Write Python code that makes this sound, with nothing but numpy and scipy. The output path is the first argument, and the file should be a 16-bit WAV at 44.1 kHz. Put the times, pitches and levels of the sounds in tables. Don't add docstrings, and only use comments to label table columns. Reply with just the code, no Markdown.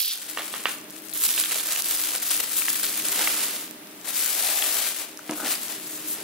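import sys
import numpy as np
from scipy import signal
from scipy.fft import rfft, irfft, next_fast_len
from scipy.io import wavfile

SR = 44100
rng = np.random.default_rng(int(sys.argv[2]) if len(sys.argv) > 2 else 0)


def dump(signal):
    limited = np.clip(np.atleast_2d(signal).T, -1, 1)
    pcm = np.round(limited * 32767).astype(np.int16)
    wavfile.write(sys.argv[1], SR, pcm)


def magnitude_from_level(level_db):
    exponent = np.asarray(level_db, float) / 20
    return 10 ** exponent


N = 274743

# start in seconds, peak level in dB, softness of the blow in Hz.
TAPS = [
    (.3737, -7, 4000),
    (.386, -15, 4000),
    (.5395, -11.5, 2500),
    (.555, -20, 2500),
    (.598, -24, 3500),
    (.6562, -.5, 4500),
]


def rms_one(x):
    return x / np.sqrt(np.mean(x ** 2) + 1e-20)


def in_time(rows):
    s, *columns = np.transpose(rows)
    return [np.interp(np.arange(N) / SR, s, c) for c in columns]


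def at_hz(points, hz):
    return np.interp(np.log(hz), np.log(np.array(points)[:, 0]), np.array(points)[:, 1])


def band(x, low_hz, high_hz, order=2):
    return signal.sosfilt(signal.butter(order, [low_hz, high_hz], "band", fs=SR, output="sos"), x)


def drift(rate_hz):
    r = np.exp(-2 * np.pi * rate_hz / SR)
    settle = 9000
    return rms_one(signal.lfilter([1], [1, -2 * r, r * r], rng.standard_normal(N + settle))[settle:])


def ring(clicks, hz, t60):
    r, w = magnitude_from_level(-60 / (t60 * SR)), 2 * np.pi * hz / SR
    return signal.lfilter([0, np.sin(w)], [1, -2 * r * np.cos(w), r * r], clicks + 1e-18)


def ports(x, lag_us):
    size = next_fast_len(N)
    turn = np.exp(-1j * np.pi * np.arange(size // 2 + 1) * SR / size * lag_us * 1e-6)
    return irfft(rfft(x, size) * np.array([turn, turn.conj()]), size)[:, :N]


def handling():
    # time in seconds, effort in dB, slackness in dB, left-right balance in dB.
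    hands = [(0, -31, -31, -3), (.19, -38, 1.5, 1), (.75, -39, -2, 1.5), (.86, -72.5, -14, -1),
             (1.11, -53.5, -2.5, 10.5), (1.135, -38, -19, 0), (1.23, -22, -5, -0.5), (1.7, -26.5, 2.5, 0),
             (2.6, -26, -3.5, 1.5), (3.3, -24.5, 3.5, 0), (3.62, -33, 1.5, 0.5), (3.76, -62, -6, 1.5),
             (4.03, -51, 1, 2.5), (4.17, -24.5, -0.5, 1.5), (4.88, -24.5, 2.5, 2), (5.16, -52.5, 3.5, 1.5),
             (5.42, -35, 1, 1.5), (6.23, -40, 4, 1)]
    # centre in seconds, effort in dB, reach in seconds,
    # slackness in dB.
    tugs = [(.1, 3.5, 0.091, 4), (.305, 5, 0.022, -2), (.4, 4.5, 0.025, 9), (.49, 2.5, 0.069, 2),
            (0.552, 3, 0.04, 3), (.71, 8, 0.043, 2), (.96, 20.5, 0.073, 11), (1.385, 1.5, 0.042, 2.5),
            (1.465, -6, 0.063, 0), (1.63, -5, 0.037, -2.5), (1.832, -9, 0.035, -5), (1.89, 2, 0.2, -1),
            (2.125, -3, 0.09, 1.5), (2.46, -6.5, 0.11, 2), (2.72, -2.5, 0.04, -3), (2.849, 2.5, 0.065, 1.5),
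            (2.95, -4, 0.18, 0), (3.201, 1.5, 0.055, 3.5), (4.5, 0, 0.073, 2), (4.944, -4, 0.094, -2),
            (5.001, 7.5, 0.076, 0), (5.245, -3, 0.092, 1), (5.322, 2.5, 0.036, 11.5),
            (5.518, 9, 0.087, 0.5), (5.715, 4, 0.044, 1.5), (5.8, -2, 0.094, -3), (6.11, 9, 0.08, -12),
            (1.055, 6.5, 0.045, 3), (1.159, -1, 0.024, 8), (1.52, 4, 0.022, 4.5),
               (1.56, 0.5, 0.011, 6.5), (2.154, 3.5, 0.014, 5.5), (1.3, 1, 0.056, 1.5),
               (3.43, 4.5, 0.061, -1), (4.6, 0.5, 0.091, -0.5), (5.385, 7, 0.038, -11), (5.46, 2, 0.037, 5),
               (5.59, -1.5, 0.039, -8), (5.64, 5, 0.055, -3.5), (5.93, 2, 0.16, -7), (6.169, 1, 0.054, 1.5)]
    # start in seconds, end in seconds, effort in dB, slackness in dB.
    jerks = [
        (1.134, 1.169, 8.5, 6),
        (1.27, 1.284, -7, -1),
        (1.361, 1.42, 1.5, 1.5),
        (2.18, 2.218, -8.5, 2),
        (2.302, 2.37, 4, 1),
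        (2.401, 2.41, 8, 5.5),
        (2.565, 2.642, 3, -0.5),
        (4.044, 4.109, 10, 2),
        (5.444, 5.543, 3, 0.5),
        (6.082, 6.143, 1, -2),
    ]
    usual_effort_db, jerk_edge_s = -26, .004
    t = np.arange(0, N + 32, 32) / SR
    s, *columns = np.transpose(hands)
    effort_db, slack_db, pan_db = [np.interp(t, s, c) for c in columns]
    shapes = []
    for s, db, reach_s, give_db in tugs:
        bump = np.cos(.5 * np.pi * np.clip((t - s) / reach_s, -1, 1)) ** 2
        shapes.append((bump, db, give_db))
    for start, end, db, give_db in jerks:
        step = np.clip(np.minimum(t - start, end - t) / jerk_edge_s + .5, 0, 1)
        shapes.append((step, db, give_db))
    for shape, db, give_db in shapes:
        effort_db = effort_db + db * shape
        slack_db = slack_db + give_db * shape
    return [np.interp(np.arange(N) / SR, t, c) for c in (effort_db - usual_effort_db, slack_db, pan_db)]


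def crackle():
    zone_edges = [450, 1200, 3200, 7500, 11500, 15800]
    # level in dB, share of the effort followed, share of the slackness followed.
    zones = [
        (-49, 0.62, 1.92),
        (-36.5, 0.81, 0.79),
        (-31, 0.89, 0.38),
        (-26, 0.88, 0.16),
        (-25, 0.96, -0.22),
    ]
    # frequency in Hz, density in dB per Hz.
    film_spectrum = [(400, -66), (700, -8), (1200, -35.5), (2200, -5.5), (5500, 6), (7800, 5.5),
                     (11000, 7.5), (15800, -32.5)]
    # left lag in microseconds, side from -1 to 1.
    sides = [(-40, 1.0), (-22, .6), (22, -.6), (40, -1.0)]
    # rate per second, low edge in Hz, high edge in Hz, level in dB.
    ticks_per_s, ticks_low_hz, ticks_high_hz, ticks_db = (40, 2500, 14000, -48)
    quiet_per_s, spread_db, clump_db, cycles = 1100, 3.2, 1.2, 4.0

    effort_db, slack_db, pan_db = handling()
    zone_db = [db + works * effort_db + sags * slack_db for db, works, sags in zones]
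    tearing = np.arange(N) < 3.15 * SR
    per_s = np.where(tearing, 1, 2.0) * quiet_per_s * magnitude_from_level(.4 * (effort_db + 18.5))
    clumps = magnitude_from_level(clump_db * np.where(tearing, 1, .5) * (drift(23.0) + 1.7 * drift(89)))
    out = np.zeros((2, N))
    for lag_us, side in sides:
        sizes = magnitude_from_level(spread_db * np.minimum(rng.exponential(1, N), 5)) * rng.choice([-1, 1], N)
        grains = sizes * (rng.random(N) < per_s / SR) * clumps / np.sqrt(per_s)
        dealt = rng.integers(0, 4, N)
        patch = 0
        for low, high, level_db in zip(zone_edges, zone_edges[1:], zone_db):
            pitches = low * (high / low) ** ((np.arange(4) + rng.random(4)) / 4)
            zone = 0
            for k, hz in enumerate(pitches):
                rings = rms_one(ring(grains * (dealt == k), hz, cycles / hz))
                zone = zone + magnitude_from_level(at_hz(film_spectrum, hz)) * np.sqrt(hz) * rings
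            patch = patch + magnitude_from_level(level_db - 7.0) * rms_one(band(zone, .85 * low, 1.15 * high))
        stray = grains / sizes * (rng.random(N) < ticks_per_s / per_s) * rng.normal(0, 1, N)
        ticks = band(stray, ticks_low_hz, ticks_high_hz, order=1)
        patch = patch + magnitude_from_level(ticks_db + effort_db) * rms_one(ticks * np.sqrt(per_s))
        out += magnitude_from_level(.5 * side * pan_db) * ports(patch, lag_us)
    return out * magnitude_from_level(1.4 * pan_db * np.array([[1], [-1]]))


def snaps(rows, cycles, gain_db, crack):
    out, t = np.zeros((2, N + 200)), np.arange(200) / SR
    for (s, peak_db, hz, pan_db), (lag, below, thin) in zip(rows, rng.random((len(rows), 3))):
        late = np.maximum(t - np.array([[1], [0]]) * (1.5 + 3 * lag) * 1e-5 - 1.1e-3, 0)
        wave = 0
        for share, f in ((1, hz), (.3, hz * (.45 + .3 * below)), (crack, 5000 + 8000 * thin)):
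            swell = late * f / cycles * np.exp(1 - late * f / cycles)
            wave = wave + share * swell * np.sin(2 * np.pi * f * late)
        soft_db = crack * 14 * np.log10(min(hz / 9000, 1))
        side_db = np.clip(pan_db, -8, 8) * np.array([[.5], [-.5]])
        at = round(s * SR)
        out[:, at:at + 200] += magnitude_from_level(peak_db + gain_db + soft_db + side_db) * wave
    return out[:, :N]


def loud_snaps():
    # start in seconds,
    # peak level in dB, pitch in Hz, left-right balance in dB.
    single = [(0.0036, -5, 4700, -5), (0.0282, -5, 12700, -8), (0.0584, -6, 12900, -6),
              (0.203, -20, 8400, 1), (0.2157, -18, 8500, 0), (0.2975, -20, 5400, -1),
              (0.3141, -18, 9800, -3), (0.3725, -11, 3000, -10), (0.3804, -16, 10400, 1),
              (0.3847, -17, 3300, 1), (0.4865, -21, 7100, 5), (0.5228, -19, 8800, 10),
              (0.5388, -15, 3300, -7), (0.6285, -19, 8500, 6)]
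    # start in seconds, peak in dB, pitch in Hz, balance in dB.
    tearing = [(1.1276, -16, 4000, 9), (1.1353, -12, 12900, 4), (1.2602, -7, 10500, -4),
               (1.2638, -4, 13400, -5), (1.2677, -7, 13300, -3), (1.2818, -6, 11200, -4),
               (1.2899, -4, 10700, -3), (1.3127, -6, 10900, -4), (1.3387, -7, 3400, -4),
               (1.3707, -7, 11500, 2), (1.379, -6, 11500, -3), (1.4108, -8, 14500, -4),
               (1.4263, -3, 12400, -3), (1.4371, -7, 3500, -1), (1.4571, -9, 3200, 10),
               (1.4718, -14, 8700, 4), (1.5192, -6, 9500, -2), (1.5574, -8, 13600, -3),
               (1.5759, -7, 14000, -1), (1.6344, -9, 10700, -4), (1.6683, -10, 12800, -5),
               (1.6772, -11, 12700, -3), (1.7092, -12, 14400, 7), (1.7216, -7, 10600, 8),
               (1.7616, -8, 6500, -6), (1.7807, -9, 13600, 9), (1.8208, -3, 10900, 9),
               (1.8436, -9, 9600, 9), (1.8918, -8, 13900, -3), (1.9394, -7, 12800, 6),
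               (1.9623, -4, 13700, -2), (1.9858, -7, 9500, -4), (2.0036, -7, 12500, 6),
               (2.0144, -5, 10900, 7), (2.0473, -9, 14100, 6), (2.0578, -11, 11500, 1),
               (2.0851, -8, 13900, 8), (2.1132, -11, 13700, 4), (2.127, -9, 14000, 7),
               (2.1507, -6, 14200, -4), (2.1597, -8, 9600, 9), (2.171, -10, 12200, 3),
               (2.1769, -10, 12700, -2), (2.1807, -5, 11300, -3)]
    tearing_on = [(2.2004, -11, 14000, -3), (2.2226, -7, 14000, 6), (2.2283, -10, 14200, -1),
                  (2.2324, -10, 9400, -2), (2.238, -9, 13800, 6), (2.2878, -11, 13300, 7),
                  (2.2957, -10, 5300, 11), (2.3119, -9, 9500, 6), (2.3654, -7, 13800, -4),
                  (2.4002, -9, 12000, 6), (2.4332, -9, 10800, 8), (2.4941, -11, 8500, 7),
                  (2.5308, -12, 12300, 7), (2.5846, -8, 13600, 0), (2.595, -9, 9000, 5),
                  (2.6329, -7, 11000, 3), (2.6511, -11, 12700, 8), (2.6634, -8, 9600, 3),
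                  (2.6821, -9, 2800, 1), (2.6883, -9, 14000, 5), (2.7437, -14, 3400, 6),
                  (2.7671, -11, 9900, 6), (2.777, -11, 10900, 3), (2.8377, -8, 4500, 6),
                  (2.8455, -10, 3600, 7), (2.8638, -11, 5900, 5), (2.8677, -11, 3700, 2),
                  (2.8873, -12, 8100, 7), (3.0115, -13, 10900, 2), (3.0206, -13, 11700, 7),
                  (3.0369, -13, 11700, 5), (3.0675, -11, 6900, 1), (3.0846, -5, 7600, 8),
                  (3.1174, -2, 12900, 7), (3.1258, -9, 9600, 7), (3.2136, -10, 13200, -3),
                  (3.2186, -6, 12900, -7), (3.2745, -5, 2600, 12), (3.3217, -11, 13300, -3),
                  (3.3503, -10, 7700, -5), (3.365, -10, 12500, -5), (3.3937, -8, 11600, 8),
                  (3.4159, -8, 8900, -6), (3.5491, -16, 11700, -4)]
    # start in seconds,
    # peak in dB, pitch in Hz, balance in dB.
    catches = [(4.0945, -16, 12100, 6), (4.1569, -12, 7700, 11), (4.1707, -10, 7400, 7),
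               (4.1978, -10, 8800, 7), (4.2083, -7, 12300, 8), (4.2119, -11, 12700, 9),
               (4.2371, -8, 11100, 8), (4.2453, -6, 11900, 6), (4.2516, -9, 9700, 5),
               (4.2596, -4, 14000, 3), (4.3055, -9, 11700, 7), (4.37, -10, 14200, 6),
               (4.4209, -9, 14000, 5), (4.4245, -5, 9500, 8), (4.4533, -9, 11300, 5), (4.4687, -7, 3900, 7),
               (4.5664, -7, 10600, 4), (4.5718, -10, 14000, 9), (4.5869, -7, 13000, 8),
               (4.6191, -8, 12700, 7), (4.6235, -6, 3100, 4), (4.647, -9, 9500, 8), (4.6623, -9, 14000, 6),
               (4.6675, -9, 11500, 5), (4.7424, -4, 10500, 7), (4.8466, -10, 4200, 7),
               (4.8882, -4, 11500, 9), (4.9861, -16, 7100, 9), (5.1124, -23, 14600, 4),
               (5.173, -15, 11400, -5), (5.1902, -19, 13500, 9), (5.2932, -18, 2500, 8),
               (5.3098, -7, 10100, -6), (5.3369, -17, 11200, -5), (5.4095, -14, 14500, -6),
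               (5.4795, -11, 13400, -7), (5.5047, -10, 13600, -4), (5.5531, -11, 4700, 14),
               (5.6192, -15, 9000, 8), (5.6818, -14, 5900, 11), (5.8641, -15, 12100, -4),
               (6.0848, -13, 13900, -4), (6.1294, -11, 11900, -3), (6.1828, -16, 13900, -5)]
    return snaps([*single, *tearing, *tearing_on, *catches], cycles=.9, gain_db=-5.5, crack=.45)


def rub(curve, resonances, per_s, lag_us):
    clicks = rng.standard_normal(N) * (rng.random(N) < per_s / SR) * magnitude_from_level(1.2 * drift(57))
    body = sum(magnitude_from_level(db) * rms_one(band(clicks, low, high)) for low, high, db in resonances)
    return ports(magnitude_from_level(in_time(curve)[0]) * body, lag_us)


def peeling_strip():
    # time in seconds, level in dB.
    peel = [(0, -29.5), (.06, -33), (.12, -32), (.17, -50), (.22, -89), (6.23, -90)]
    # low edge in Hz, high edge in Hz, level in dB.
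    strip = [(3000, 5600, 0.5), (11800, 14500, -1.5)]
    return rub(peel, strip, 8300, -37)


def fan():
    # frequency in Hz, density in dB per Hz.
    flow_spectrum = [(22, -48), (60, -14.5), (202, -2), (312, 5), (745, 1.5), (2000, 2), (6360, -5.5),
                     (15800, 0)]
    # frequency in Hz, left-right likeness from -1 to 1.
    likeness = [(60, 1), (300, 0.67), (640, 0.27), (3000, 0.23), (7000, -0.63), (15000, -0.41)]
    # frequency in Hz, width in Hz, level in dB.
    hum_lines = [(311.4, 7.7, -12), (295, 42, -12), (399, 20, -12), (617, 22, -15), (219, 59, -13),
                 (243, 42, -17.5)]
    motor_hz, motor_db = 311.3, -9
    level_db, swing_db, swing_s, facing_s = -38, 3, 2.92, 3.26
    fade_db, fade_s = -23, 0.23

    out, edges = 0, 22 * 2 ** np.arange(0, 9.6, .5)
    white = rng.standard_normal((2, 2, N))
    for k, (low, high) in enumerate(zip(edges, edges[1:])):
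        mid, side = band(white[k % 2], low, high)
        hz = np.sqrt(low * high)
        alike = np.clip(at_hz(likeness, hz), -1, 1)
        stereo = np.sqrt(1 + alike) * mid + np.sqrt(1 - alike) * side * np.array([[1], [-1]])
        out = out + magnitude_from_level(at_hz(flow_spectrum, hz)) * stereo
    t = np.arange(N) / SR
    motor = magnitude_from_level(motor_db + 2.5 * drift(4)) * np.sin(2 * np.pi * motor_hz * t + 1.5 * drift(4))
    out = rms_one(out) + motor
    for hz, width_hz, line_db in hum_lines:
        out = out + magnitude_from_level(line_db) * rms_one(ring(rng.standard_normal(N), hz, 2.4 / width_hz))
    swing = swing_db * np.cos(2 * np.pi * (t - facing_s) / swing_s)
    return magnitude_from_level(level_db + swing + fade_db * np.exp(-t / fade_s) - 7.0) * out


def struck(hits, modes, gain_db):
    out = np.zeros(N)
    for (s, peak_db, soft_hz), luck in zip(hits, rng.normal(0, 0.3, (len(hits), len(modes)))):
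        at = round(s * SR)
        blow = np.zeros(min(SR // 2, N - at))
        blow[0] = magnitude_from_level(peak_db + gain_db)
        blow = signal.lfilter(*signal.butter(2, soft_hz, fs=SR), blow)
        out[at:at + len(blow)] += sum(magnitude_from_level(db + g) * ring(blow, hz, t60) for (hz, db, t60), g in zip(modes, luck))
    return out


def rattle():
    low_hz, high_hz, under_db, t60 = (1000, 3500, -25, .22)
    t = np.arange(N) / SR
    dying = 0
    for s, db, _ in TAPS:
        swell = np.clip((t - s) / .012, 0, 1)
        dying = dying + swell * magnitude_from_level(db + under_db - 60 * np.maximum(t - s, 0) / t60)
    grains = rng.standard_normal(N) * (rng.random(N) < 9000 / SR)
    return dying * rms_one(band(grains, low_hz, high_hz))


def knife():
    # frequency in Hz, level in dB, t60 in seconds.
    knife_modes = [(590, -33, 0.013), (1230, -22, 0.022), (1560, -25, .018), (1870, -18, 0.016),
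                   (2300, -25, .014), (2800, -14.5, 0.014), (3100, -17, 0.006), (4640, -30, 0.0079)]
    taps = band(struck(TAPS, knife_modes, gain_db=4.0), 400, 7000)
    return ports(taps + rattle(), 40) * magnitude_from_level([[-2.5], [2.5]])


def creep_ticks():
    # start in seconds, peak in dB, pitch in Hz,
    # left-right balance in dB.
    creep = [(0.7842, -20, 13900, -3), (0.8014, -27, 14500, 7), (0.8122, -24, 11900, 6),
             (0.8414, -25, 10200, 2), (0.883, -29, 13400, 5), (0.8983, -23, 14700, -2),
             (0.9051, -18, 13900, 7), (0.91, -28, 9600, 7), (0.9242, -28, 9400, -2),
             (0.9564, -25, 13900, 3), (0.9645, -25, 9200, 3), (1.0846, -21, 13400, 6),
             (1.094, -19, 9100, 4), (1.0982, -19, 10900, 7),
             (3.6732, -27, 14600, 7), (3.6776, -26, 2700, 9), (3.7097, -18, 11500, -8),
                   (3.8331, -33, 3000, 4), (3.8706, -29, 8600, 10), (3.9115, -29, 13300, 5),
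                   (4.0129, -26, 6500, 7), (4.0459, -27, 14100, 7)]
    return snaps(creep, cycles=.55, gain_db=-1.0, crack=.5)


def taut():
    # centre in seconds, reach in seconds, level in dB, pitch in Hz, left lag in microseconds.
    patches = [
        (1.225, 0.051, -27, 12500, 24),
        (2.33, 0.054, -36, 8500, -30),
        (2.62, .04, -35, 13500, -35),
        (5.75, .04, -47.5, 3530, 30),
        (5.93, 0.069, -41, 7400, -30),
        (6.115, 0.065, -34, 12800, 30),
    ]
    slips = rng.standard_normal(N) * (rng.random(N) < 9000 / SR)
    t = np.arange(N) / SR
    out = np.zeros((2, N))
    for s, reach_s, db, hz, lag_us in patches:
        if lag_us in (-30, 30):
            swell = np.cos(.5 * np.pi * np.clip((t - s) / reach_s, -1, 1))
            hiss = rms_one(band(slips, .85 * hz, 1.15 * hz, order=1))
            out += ports(magnitude_from_level(db) * swell * hiss, lag_us)
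    return out


def crease_pops():
    # start in seconds, peak level in dB, pitch in Hz, left-right balance in dB.
    pops = [(1.289, -24.5, 2700, -1.0), (1.377, -12.5, 2830, -5), (1.51, -21, 2800, 5),
            (1.597, -18, 3320, 0), (1.76, -17.5, 2560, -12), (2.151, -30, 1480, -20.5),
            (2.222, -28, 1940, -6), (2.397, -26.5, 2060, 0), (2.619, -17.5, 2430, 7),
            (2.682, -14.5, 1870, 0), (2.842, -24, 2880, -5), (3.208, -24, 1560, -6), (3.273, -11, 2230, 4),
            (4.074, -27, 2120, 2.5), (4.489, -21.5, 2430, -7), (4.622, -13, 3200, 8), (5.191, -31, 1380, 9),
            (5.539, -22, 2550, 2)]
    return snaps(pops, cycles=0.97, gain_db=-0.5, crack=0)


def box():
    # start in seconds, peak level in dB, softness in Hz.
    push = [(1.14, -9, 150)]
    # frequency in Hz, level in dB, t60 in seconds.
    desk_modes = [(93, -27, .12), (190, -27, .08)]
    # time in seconds, level in dB.
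    drag = [(4.2, -72), (4.33, -48), (4.55, -41.5), (4.82, -50), (4.95, -73)]
    # low edge in Hz, high edge in Hz, level in dB.
    hollow = [(600, 860, 0)]
    # start in seconds, peak level in dB, softness in Hz.
    bumps = [
        (5.2945, -15, 5000),
        (5.3065, -23.5, 1500),
        (5.32, -26, 1500),
        (5.34, -30, 900),
    ]
    # frequency in Hz, level in dB, t60 in seconds.
    box_modes = [(233, -10, 0.17), (305, -0.5, 0.15), (350, -6, 0.09), (480, -10, .06), (670, -9, 0.066),
                 (760, -9, 0.069), (950, -6, 0.035), (1300, -4, 0.03), (1650, -5, .02), (2010, -3, 0.015),
                 (2800, 0, 0.013)]
    # time in seconds, level in dB.
    slide = [(5.3, -90), (5.36, -52), (5.41, -40.5), (5.47, -38.5), (5.52, -51), (5.6, -93)]
    # low edge in Hz, high edge in Hz, level in dB.
    card = [(230, 340, -1), (600, 900, -1.5), (1200, 1550, 0.5)]
    blows = band(struck(bumps, box_modes, gain_db=-9.5), 180, 7000) + struck(push, desk_modes, gain_db=-9.5)
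    return ports(blows, 54) + rub(slide, card, 2000, 12) + rub(drag, hollow, 1500, 12)


def room(x):
    t60, wall_cut_hz = 0.54, 9000
    place_s = .9
    size, t = next_fast_len(N + SR // 2), np.arange(SR // 2) / SR
    decay = magnitude_from_level(-60 * t / t60)
    echoes = rng.standard_normal((3, 2, len(t))) * np.clip((t - .008) / .012, 0, 1) * decay
    dull = signal.lfilter(*signal.butter(1, wall_cut_hz / 2, fs=SR), echoes)
    echoes = dull + (echoes - dull) * decay
    turns = np.arange(N) / SR / place_s - np.arange(3)[:, None] / 3
    places = np.cos(np.pi * turns) * np.sqrt(2 / 3)
    response = rfft(2 * rms_one(echoes) / np.sqrt(len(t)), size)
    tail = (response * rfft(x * places, size)[:, None]).sum(axis=0)
    hz = np.arange(size // 2 + 1) * SR / size
    alike = 1 / (1 + (hz / 700) ** 2)
    return irfft(tail + alike * (tail.mean(axis=0) - tail), size)[:, :N]


def scene():
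    film = crackle() + loud_snaps() + taut() + creep_ticks() + crease_pops() + peeling_strip()
    hard = knife() + box()
    tail = room((magnitude_from_level(-14.0) * film + magnitude_from_level(-18.5) * hard).mean(axis=0))
    return film + hard + tail + fan()


def roll_off(x):
    return signal.sosfilt(signal.butter(12, 17070, fs=SR, output="sos"), x)


def record(dry):
    x = signal.sosfilt(signal.butter(3, 130, "high", fs=SR, output="sos"), dry)
    x = 1.3 * np.tanh(x / 1.3)
    x = signal.sosfilt(signal.cheby2(24, 50, 15950, fs=SR, output="sos"), x)
    return roll_off(x)


dry = scene()
out = record(dry)
dump(out)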